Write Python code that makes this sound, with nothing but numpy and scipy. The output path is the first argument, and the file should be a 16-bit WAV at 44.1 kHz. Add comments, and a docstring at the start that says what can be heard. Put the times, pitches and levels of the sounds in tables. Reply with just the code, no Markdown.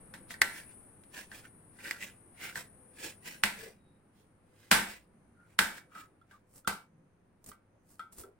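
"""An onion is sliced on a thin metal plate that lies on a stone kitchen counter, then scissors snip a chilli.
From the start a low room rumble, filtered noise with wavering modes, lies under a high whine that soon fades.
Knife blows set the plate ringing as a sum of decaying modes; strokes between them crunch as bursts of
fractures. Later the rubbed plate hums and squeaks by friction, as a gliding tone with narrow-band noise. Last
the scissors hiss shut as a bright grain and tick as they catch, while chilli pieces fall and knock the plate
lightly."""
import sys
import numpy as np
from scipy import signal
from scipy.fft import rfft, irfft, next_fast_len
from scipy.io import wavfile
from scipy.ndimage import uniform_filter1d

SR = 44100
rng = np.random.default_rng(int(sys.argv[2]) if len(sys.argv) > 2 else 0)


def store_wav(level_fs):
    """Save 16-bit WAV to argv[1]."""
    pcm = np.round(np.clip(np.atleast_2d(level_fs), -1, 1) * 32767)
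    wavfile.write(sys.argv[1], SR, pcm.T.astype(np.int16))


N = 369985
TIME = np.arange(N) / SR

# relative spectrum of the crunch, also of the noise that leads into a blow: f/Hz, level/dB
CRUNCH_SPECTRUM = [(80, -2.5), (300, 5), (600, 1), (1100, 1), (3000, 1.5), (4500, -1), (6500, -0.5),
                   (9000, -4), (12500, -5), (16000, -1.5)]


def from_db(db):
    """Level definition: an amplitude ratio is 10 to the power of dB/20."""
    return 10 ** (np.asarray(db) / 20)


def rms_one(x):
    """Power normalisation: scale to rms 1 over all channels."""
    return x / np.sqrt(np.mean(x ** 2) + 1e-20)


def energy_one(x):
    """Energy normalisation: scale to the energy of 5 ms at rms 1, averaged over the channels."""
    return rms_one(x) * np.sqrt(.005 * SR / x.shape[-1])


def at_hz(points, hz):
    """Logarithmic pitch scale: interpolate a spectrum linearly over log frequency."""
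    f, value = np.transpose(points)
    return np.interp(np.log(hz + 1e-3), np.log(f), value)


def coloured(x, points):
    """Minimum-phase filtering: folding the cepstrum gives a causal response with the given spectrum."""
    size = 4096
    level_db = at_hz(points, np.fft.rfftfreq(size, 1 / SR))
    cepstrum = irfft(np.log(from_db(level_db)))
    cepstrum[1:size // 2] *= 2
    cepstrum[size // 2 + 1:] = 0
    response = irfft(np.exp(rfft(cepstrum)))[:size // 2]
    return signal.oaconvolve(x, response[None], axes=-1)[:, :x.shape[-1]]


def resonance(x, hz, width_hz):
    """Damped oscillator: a two-pole resonance with a gain of about 1 at its peak."""
    r = np.exp(-np.pi * width_hz / SR)
    zeros = np.array([1, 0, -1]) * (1 - r * r) / 2
    poles = [1, -2 * r * np.cos(2 * np.pi * hz / SR), r * r]
    return signal.lfilter(zeros, poles, x)


def diffuse(size):
    """Diffuse-field coherence: white stereo noise whose left-right likeness depends on frequency."""
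    # likeness of the two channels in sound that fills the room: f/Hz, correlation (0 to 1)
    likeness = [(30, .2), (70, .75), (130, 1), (300, 0.93), (640, 0.14), (1400, 0.35), (3000, 0.026),
                (7000, .1), (16000, .05)]
    mid, side = rfft(rng.standard_normal((2, next_fast_len(size, True))))
    alike = np.clip(at_hz(likeness, np.linspace(0, SR / 2, len(mid))), 0, 1)
    common = np.sqrt((1 + alike) / 2) * mid
    opposed = np.sqrt((1 - alike) / 2) * side * [[1], [-1]]
    return irfft(common + opposed)[:, :size]


def dying(t60, size):
    """Exponential reverberation: dense reflections fade by 60 dB in t60 seconds."""
    return diffuse(size) * from_db(-60 * np.arange(size) / SR / t60)


def drift(per_s, size=N):
    """Random fluctuation: straight lines join per_s chance values a second, with a spread of about 1."""
    values = rng.standard_normal(2000)
    return 1.2 * np.interp(TIME[:size] * per_s, np.arange(len(values)), values)


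def swell(rise_s, fall_s, depth_db, arch, reach=1.7):
    """Stroke envelope: the level falls off around a peak as a power of time; also the seconds before the peak."""
    t = np.arange(-reach * rise_s, reach * fall_s, 1 / SR)
    return from_db(-depth_db * np.maximum(-t / rise_s, t / fall_s) ** arch), -t[0]


def add(out, s, sound):
    """Superposition: mix a sound in at time s."""
    at = round(s * SR)
    out[:, at:at + sound.shape[-1]] += sound[:, :N - at]


def stretches(rows, fade_s=.2):
    """Stepwise level: each row holds until the next begins, with a short fade in dB between."""
    rows = np.array(rows)
    held = rows[np.searchsorted(rows[1:, 0], TIME), 1:].T
    return from_db(uniform_filter1d(held, int(fade_s * SR)))


def background(line_width_hz=70, hiss_db=-10, hum_db=-77, modes_db=-3, swell_db=4):
    """Room modes in noise: a rumble, a weak mains hum, and a whine of narrow noise lines on a thin hiss."""
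    # levels that hold for a stretch: start t/s, rumble level/dB, whine level/dB
    levels = [(0, -56.5, -61), (.45, -58, -57), (.87, -60, -64.5), (3.68, -65, -81.5), (6.2, -67.5, -91)]
    # resonances of the room that swell and fade in the rumble: f/Hz, width/Hz, relative level/dB
    room_modes = [(58, 9.2, -8), (107, 16, -5.5), (155, 47, -1), (192, 20, -9.5), (345, 45, -10),
                  (508, 17, -8.5)]
    # nearly evenly spaced lines of the whine: f/Hz, relative level/dB
    whine_lines = [(8080, -98), (8441, -86.5), (8829, -81), (9189, -73.5), (9561, -73.5), (9938, -72.5),
                   (10298, -81.5), (11036, -98.5), (11396, -99)]
    # relative spectra of the rumble and of the hiss under the whine: f/Hz, level/dB
    rumble_spectrum = [(20, -1), (60, -3.5), (100, -0.5), (160, -1.5), (300, -2), (500, -8.5), (700, -9.5),
                       (1600, -16), (2400, -22), (3500, -32), (7000, -38.5), (16000, -44.5)]
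    hiss_spectrum = [(100, -33.5), (6800, -31), (7700, -5), (9500, -1.5), (11500, -3), (12900, -9.5),
                     (13800, -28.5), (16000, -32)]

    rumble_gain, whine_gain = stretches(levels)
    air = diffuse(N)
    modes = 0
    for hz, width_hz, level_db in room_modes:
        mode = rms_one(resonance(resonance(air, hz, width_hz), hz, 4 * width_hz))
        modes = modes + from_db(level_db + swell_db * drift(7)) * mode
    broad = rms_one(coloured(diffuse(N), rumble_spectrum))
    rumble = rms_one(broad + from_db(modes_db) * rms_one(modes))

    source = rng.standard_normal(N)
    lines = 0
    for hz, level_db in whine_lines:
        line = resonance(resonance(source, hz, line_width_hz), hz, 2 * line_width_hz)
        lines = lines + from_db(level_db) * line
    whine = rms_one(lines) + from_db(hiss_db) * rms_one(coloured(air, hiss_spectrum))
    hum = from_db(hum_db) * np.sqrt(2) * np.sin(2 * np.pi * 100 * TIME)
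    return rumble_gain * rumble + hum + whine_gain * whine


def shimmer(hz=6250, width_hz=450, level_db=-96, swing_db=6.5):
    """Amplitude-modulated band noise: a very faint strip of treble swells and fades at random."""
    band = resonance(resonance(diffuse(N), hz, width_hz), hz, 2 * width_hz)
    return from_db(level_db + swing_db * np.tanh(drift(5))) * rms_one(band)


def lead_noise(rise_t60):
    """Noise onset: a short noise burst, a decay turned backwards, grows for 9 ms up to each blow."""
    return energy_one(coloured(dying(rise_t60, size=400)[:, ::-1], CRUNCH_SPECTRUM))


def plate_modes(t60, weight_db, size, usual_t60=.45):
    """Modal superposition: each blow wakes the modes with new strengths; a shorter t60 of the blow shortens all."""
    # modes of the plate: f/Hz, relative level/dB, decay t60/s when the blow's own t60 is usual_t60
    mode_table = [(207, -13, 0.38), (568, -17.5, .3), (697, -15, 0.48), (912, -10, 0.39),
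                  (1204, -15.5, 0.22), (1375, -5, 0.45), (1540, -1.5, .4), (1571, 1, 0.19),
                  (1960, -1.5, 0.24), (2068, -6.5, 0.37), (2267, -10, 0.66), (2400, -9, 0.13),
                  (3240, -15.5, 0.2), (3580, -17, 0.38), (4280, -15.5, .2)]
    t = np.arange(size) / SR
    hz, level_db, decay = np.transpose(mode_table)[:, :, None]
    hz = hz * (1 + rng.normal(0, 0.005, hz.shape))   # the load on the plate detunes it a little
    common_phase = rng.uniform(0, 2 * np.pi, hz.shape)
    phase = common_phase + rng.normal(0, 0.48, (2, *hz.shape))   # the channels differ a little
    start_db = level_db + weight_db(hz) + rng.normal(0, 1.0, hz.shape)
    strength = from_db(start_db - 60 * t / (decay * t60 / usual_t60))
    return energy_one(np.sum(strength * np.sin(2 * np.pi * hz * t + phase), axis=1))


def blow(hz, crack_db, thud_db, ring_db, t60, width=.4, chatter_db=-2, chatter_t60=0.046,
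         crack_t60=0.027, modes_db=-5, late_thud_db=10.0, choke=0.63, narrowing=1.0,
         upper=2.55, upper_db=-20, crack_fade_db=12):
    """Impact excitation: a click and fast-fading edge chatter drive a broad resonance; plate and room ring on."""
    # relative spectra of the sharp crack and of the counter's thud: f/Hz, level/dB
    crack_spectrum = [(60, -16), (300, -8.5), (520, -8), (900, 4), (1500, 3), (2100, 4), (2500, 6.5),
                      (3000, 3.5), (4600, 0.5), (6500, -3), (9000, -2.5), (12000, -3), (16000, -8.5)]
    thud_spectrum = [(25, -9.5), (60, -9), (125, -16), (170, -7.5), (205, 1), (250, -12), (350, -10),
                     (560, -10.5), (680, -11), (890, -4), (1130, -15), (3000, -44.5)]

    size = 15500
    t = np.arange(size) / SR
    click = np.zeros((2, size))
    click[:, 0] = 1
    click = energy_one(click)
    contact = click + from_db(chatter_db) * energy_one(dying(chatter_t60, size))
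    wash = dying(t60, size)
    # a soft touch gives a purer note and wakes chiefly the modes near it
    width_hz = width * hz * from_db(narrowing * crack_db)

    def nearness_db(f):
        """Contact selectivity: weaken modes by their distance in octaves, up to a limit."""
        return min(crack_db, 0) * np.minimum(2.6 * np.abs(np.log2(f / hz)), 1)

    def peak(x, f):
        """Cascaded resonance: two oscillators in series at one frequency."""
        return energy_one(resonance(resonance(x, f, width_hz), f, 2.0 * width_hz))

    def body(x):
        """Resonator pair: the main resonance and a weaker, inverted one above it."""
        return peak(x, hz) - from_db(upper_db) * peak(x, upper * hz)

    modes = plate_modes(t60, nearness_db, size)
    crack_source = .5 * click + energy_one(dying(crack_t60, size))
    crack = energy_one(coloured(crack_source, crack_spectrum))
    thud = energy_one(coloured(contact, thud_spectrum))
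    attack = body(contact) + from_db(crack_db) * crack + from_db(thud_db) * thud

    ringing = 0.52 * body(wash) + from_db(modes_db) * modes
    bright_wash = energy_one(coloured(wash, crack_spectrum))
    ringing += from_db(crack_db - crack_fade_db * t / t60) * bright_wash   # the bright part dies faster
    late_thud = energy_one(coloured(dying(t60, size), thud_spectrum))
    ringing += from_db(thud_db + late_thud_db) * late_thud
    ending = 1 / (1 + (t / (choke * t60)) ** 10)   # the last of the ring drops away steeply
    return attack + from_db(ring_db) * ringing * ending


def plate(gain_db=-2.0, lead_db=-14):
    """Level-dependent impact: knife blows and falling chilli pieces strike the plate; thud and ring time follow
    from the blow."""
    # blows: t/s, level/dB before gain_db, main resonance f/Hz, crack and ringing level/dB relative to the blow
    blows = [ (0.139, -45.5, 1730, -2, 4.5), (0.307, -41, 1850, -6, -2), (0.3408, -41, 1840, -8.5, 0.5),
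             (0.4171, -12.5, 1820, -4.5, -7.5), (1.037, -72, 1990, 12.5, -5),
             (1.146, -54.5, 1890, 5.5, -15), (1.3159, -43, 1740, -10, 3.5), (1.787, -57, 1880, -9, 12.5),
             (1.910, -26.5, 1850, -6.5, -9.5), (2.5566, -33, 1750, -8, -0.5), (2.574, -35, 1580, -12, -13),
             (3.4364, -18.5, 1880, 0.5, -2), (4.714, -15.5, 1620, 1.5, 4.5), (5.59, -14.5, 1587, -1.5, -1),
             (5.781, -47.5, 1690, -7, -2), (5.95, -51, 1260, -13, 13), (6.214, -55.5, 1340, -20.5, -7),
             (6.311, -63.5, 1574, -8.5, 14.5), (6.647, -46.5, 1360, -22.5, -5),
             (6.6747, -26.5, 1310, -3.5, 6), (7.516, -44.5, 1226, -13, -1), (7.9945, -35, 1296, -19.5, 3),
             (8.2354, -46.5, 1336, -16.5, -3.5), ]
    # the thud grows with the crack and with the ringing: dB, dB per dB, dB per dB
    base_thud_db, thud_per_crack, thud_per_ring = -19, 0.59, 0.37
    # a harder blow rings longer: t60 of the lightest touch, and an extra that grows with the level
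    touch_t60_s, hard_extra_t60_s, hard_blow_db, t60_growth = .19, .23, -15, 0.46

    out = np.zeros((2, N))
    for s, level_db, hz, crack_db, ring_db in blows:
        thud_db = base_thud_db + thud_per_crack * crack_db + thud_per_ring * ring_db
        t60 = touch_t60_s + hard_extra_t60_s * from_db(t60_growth * (level_db - hard_blow_db))
        lead = from_db(level_db + crack_db + lead_db) * lead_noise(rise_t60=0.0098)
        add(out, s - lead.shape[-1] / SR, lead)
        add(out, s, from_db(level_db + gain_db) * blow(hz, crack_db, thud_db, ring_db, t60))
    return out


def crackle(per_s, spread_db, room_db, room_t60, size=SR):
    """Random point process: tiny fractures of uneven size at chance moments, with their reflections."""
    sizes = from_db(spread_db * np.minimum(rng.exponential(1, size), 4))
    sizes = sizes * rng.choice([-1, 1], size)
    clicks = sizes * (rng.random(size) < per_s / SR)
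    room = dying(room_t60, size=SR // 4)
    room *= from_db(room_db) / np.sqrt(np.sum(room ** 2) / 2)
    return rms_one(clicks + signal.oaconvolve(clicks[None], room, axes=-1)[:, :size])


def slicing(blade_db=-5.0, crunch_db=6.5, shift_db=3.5, grit_db=1.3, tear_db=-6,
            blade_tear_db=-1, grip_spread=0.037):
    """Fracture noise: cells burst and layers tear with small snaps, a wet crunch that also shakes the blade."""
    # to-and-fro strokes: deepest bite t/s, rise t/s, fall t/s, level/dB,
    # blade level/dB; blade_db and crunch_db then shift the two parts
    strokes = [ (0.309, 0.027, .07, -51, -6.5), (0.575, 0.13, .10, -54.5, 6), (0.716, 0.085, 0.06, -71, 10),
               (1.185, 0.083, 0.11, -51, 5.5), (1.359, .07, 0.11, -55.5, 1.5),
               (1.456, 0.055, 0.057, -67.5, 14), (1.89, 0.13, 0.13, -49.5, 10.5),
               (2.02, 0.05, 0.13, -50.5, 6.5), (2.45, 0.093, 0.13, -49, 9.5),
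               (2.575, 0.055, 0.099, -47, -3), (3.055, 0.11, 0.11, -46.5, 3.5),
               (3.28, 0.063, 0.16, -50.5, 5.5), (3.62, 0.15, .15, -55, 7.5), (4.19, .08, 0.12, -75.5, -10),
               (4.624, 0.19, 0.34, -71.5, 0), (4.91, 0.11, 0.13, -53.5, 6.5), (5.52, 0.13, .08, -77.5, 7.5),
               (5.775, 0.059, 0.05, -56.5, 1), (5.99, 0.092, 0.1, -59.5, 6), (6.34, 0.1, 0.096, -76, 9.5), ]
    # resonances of the blade in the onion: f/Hz, width/Hz, relative level/dB
    blade_modes = [(1646, 260, 1.5), (1950, 200, 0.5), (2300, 500, -0.5)]

    out = np.zeros((2, N))
    for s, rise_s, fall_s, level_db, resonance_db in strokes:
        cells = crackle(per_s=3500, spread_db=3.0, room_db=5.0, room_t60=0.062)
        cells = cells * from_db(grit_db * drift(130, size=SR))
        tears = crackle(per_s=130, spread_db=2.5, room_db=1.5, room_t60=0.06)
        # the onion grips the blade at changing places: resonances shift from stroke to stroke and take turns
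        grip = 1 + grip_spread * rng.standard_normal()
        drive = cells + from_db(blade_tear_db) * tears
        blade = 0
        for hz, width_hz, mode_db in blade_modes:
            mode = resonance(resonance(drive, grip * hz, width_hz), grip * hz, 3 * width_hz)
            blade = blade + from_db(mode_db + shift_db * drift(21, size=SR)) * mode
        crunch = coloured(cells + from_db(tear_db) * tears, CRUNCH_SPECTRUM)
        cut = from_db(blade_db + resonance_db) * rms_one(blade) + from_db(crunch_db) * rms_one(crunch)
        gain, lead_s = swell(rise_s, fall_s, depth_db=28.5, arch=1.5)
        add(out, s - lead_s, from_db(level_db) * gain[:SR] * cut[:, :len(gain)])
    return out


def rubbing(width_hz=90, glide=0.0145, flutter_db=2.5, friction_db=0):
    """Friction-driven vibration: the plate hums unevenly for a moment; the note sags as the pressure eases."""
    # hums and squeaks: start t/s, end t/s, middle f/Hz, level/dB
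    rubs = [(3.524, 3.782, 448, -54.5), (3.694, 4.05, 3800, -83), (5.331, 5.53, 1410, -65.5),
            (5.876, 6.11, 1294, -52.5), (6.312, 6.394, 1181, -59), (7.721, 7.791, 554, -65),
            (8.131, 8.374, 390, -56)]
    out = np.zeros((2, N))
    for start, end, hz, level_db in rubs:
        size = max(int((end - start) * SR), 64)
        along = np.linspace(0, 1, size)
        sagging_hz = hz * (1 + glide * (.5 - along))
        tone = np.sin(2 * np.pi * np.cumsum(sagging_hz) / SR)
        friction = rms_one(resonance(resonance(diffuse(size), hz, width_hz), hz, 10 * width_hz))
        hum = rms_one(tone + from_db(friction_db) * friction)
        uneven = from_db(level_db + flutter_db * drift(69.0)[:size])
        add(out, start, uneven * hum * np.hanning(size))
    return out


def scissors(slide_db=2.0, catch_db=2.5, catch_t60=0.048):
    """Sliding contact: steel on steel gives a fine bright grain, and now and then catches with a tick."""
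    # blades sliding shut: tightest grip t/s, rise t/s, fall t/s, level/dB before slide_db
    snips = [(6.575, 0.098, 0.065, -54.5), (7.492, 0.059, .07, -50), (7.92, 0.1, 0.13, -62),
             (8.132, .02, 0.13, -55.5), (8.2, 0.058, 0.085, -46.5)]
    # edges catching or snapping shut: t/s, level/dB before catch_db
    catches = [(6.6755, -31), (7.4418, -55), (7.462, -49), (7.473, -53.5), (7.489, -49), (8.124, -54.5),
               (8.184, -46.5)]
    # relative spectrum of steel on steel: f/Hz, level/dB
    shear_spectrum = [(200, 10), (1500, -3.5), (3500, -10), (6000, -1.5), (8500, 2), (10500, 2.5),
                      (12500, 0.5), (16000, 1.5)]

    out = np.zeros((2, N))
    for s, rise_s, fall_s, level_db in snips:
        grain = crackle(per_s=3200, spread_db=6.0, room_db=0.0, room_t60=0.32)
        grain = rms_one(coloured(grain, shear_spectrum))
        gain, lead_s = swell(rise_s, fall_s, depth_db=29, arch=1.07)
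        add(out, s - lead_s, from_db(level_db + slide_db) * gain[:SR] * grain[:, :len(gain)])
    for s, level_db in catches:
        tick = energy_one(coloured(dying(catch_t60, size=SR // 8), shear_spectrum))
        add(out, s, from_db(level_db + catch_db) * tick)
    return out


def scene():
    """Linear superposition: the sounds on and around the counter add up."""
    return background() + shimmer() + plate() + slicing() + rubbing() + scissors()


def record(dry, top=1.0):
    """Port response and saturation: each microphone port has its notches; peaks are rounded, the top is cut."""
    # responses of the two microphone ports: f/Hz, level/dB
    left_port = [(2800, -0.5), (4400, -1), (5500, -3.5), (6600, -13.5), (7400, -9.5), (8300, 4.5),
                 (10300, 3.5), (11000, -3.5), (12400, 1), (13500, -5.5), (15500, -10)]
    right_port = [(2800, -0.5), (5400, 3), (6200, 0.5), (7900, 6), (8800, 4), (9500, -11), (10300, -22),
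                  (11000, -7.5), (12400, -0.5), (13700, -0.5), (15600, 0.5)]
    left, right = coloured(dry[:1], left_port), coloured(dry[1:], right_port)
    # the right channel is delayed by 2 samples to line up with the left
    heard = np.vstack([left, np.roll(right, 2)])
    low_pass = signal.ellip(12, .1, 70, 16100, fs=SR, output="sos")   # cutoff in Hz
    return signal.sosfilt(low_pass, top * np.tanh(heard / top))


dry = scene()
out = record(dry)
store_wav(out)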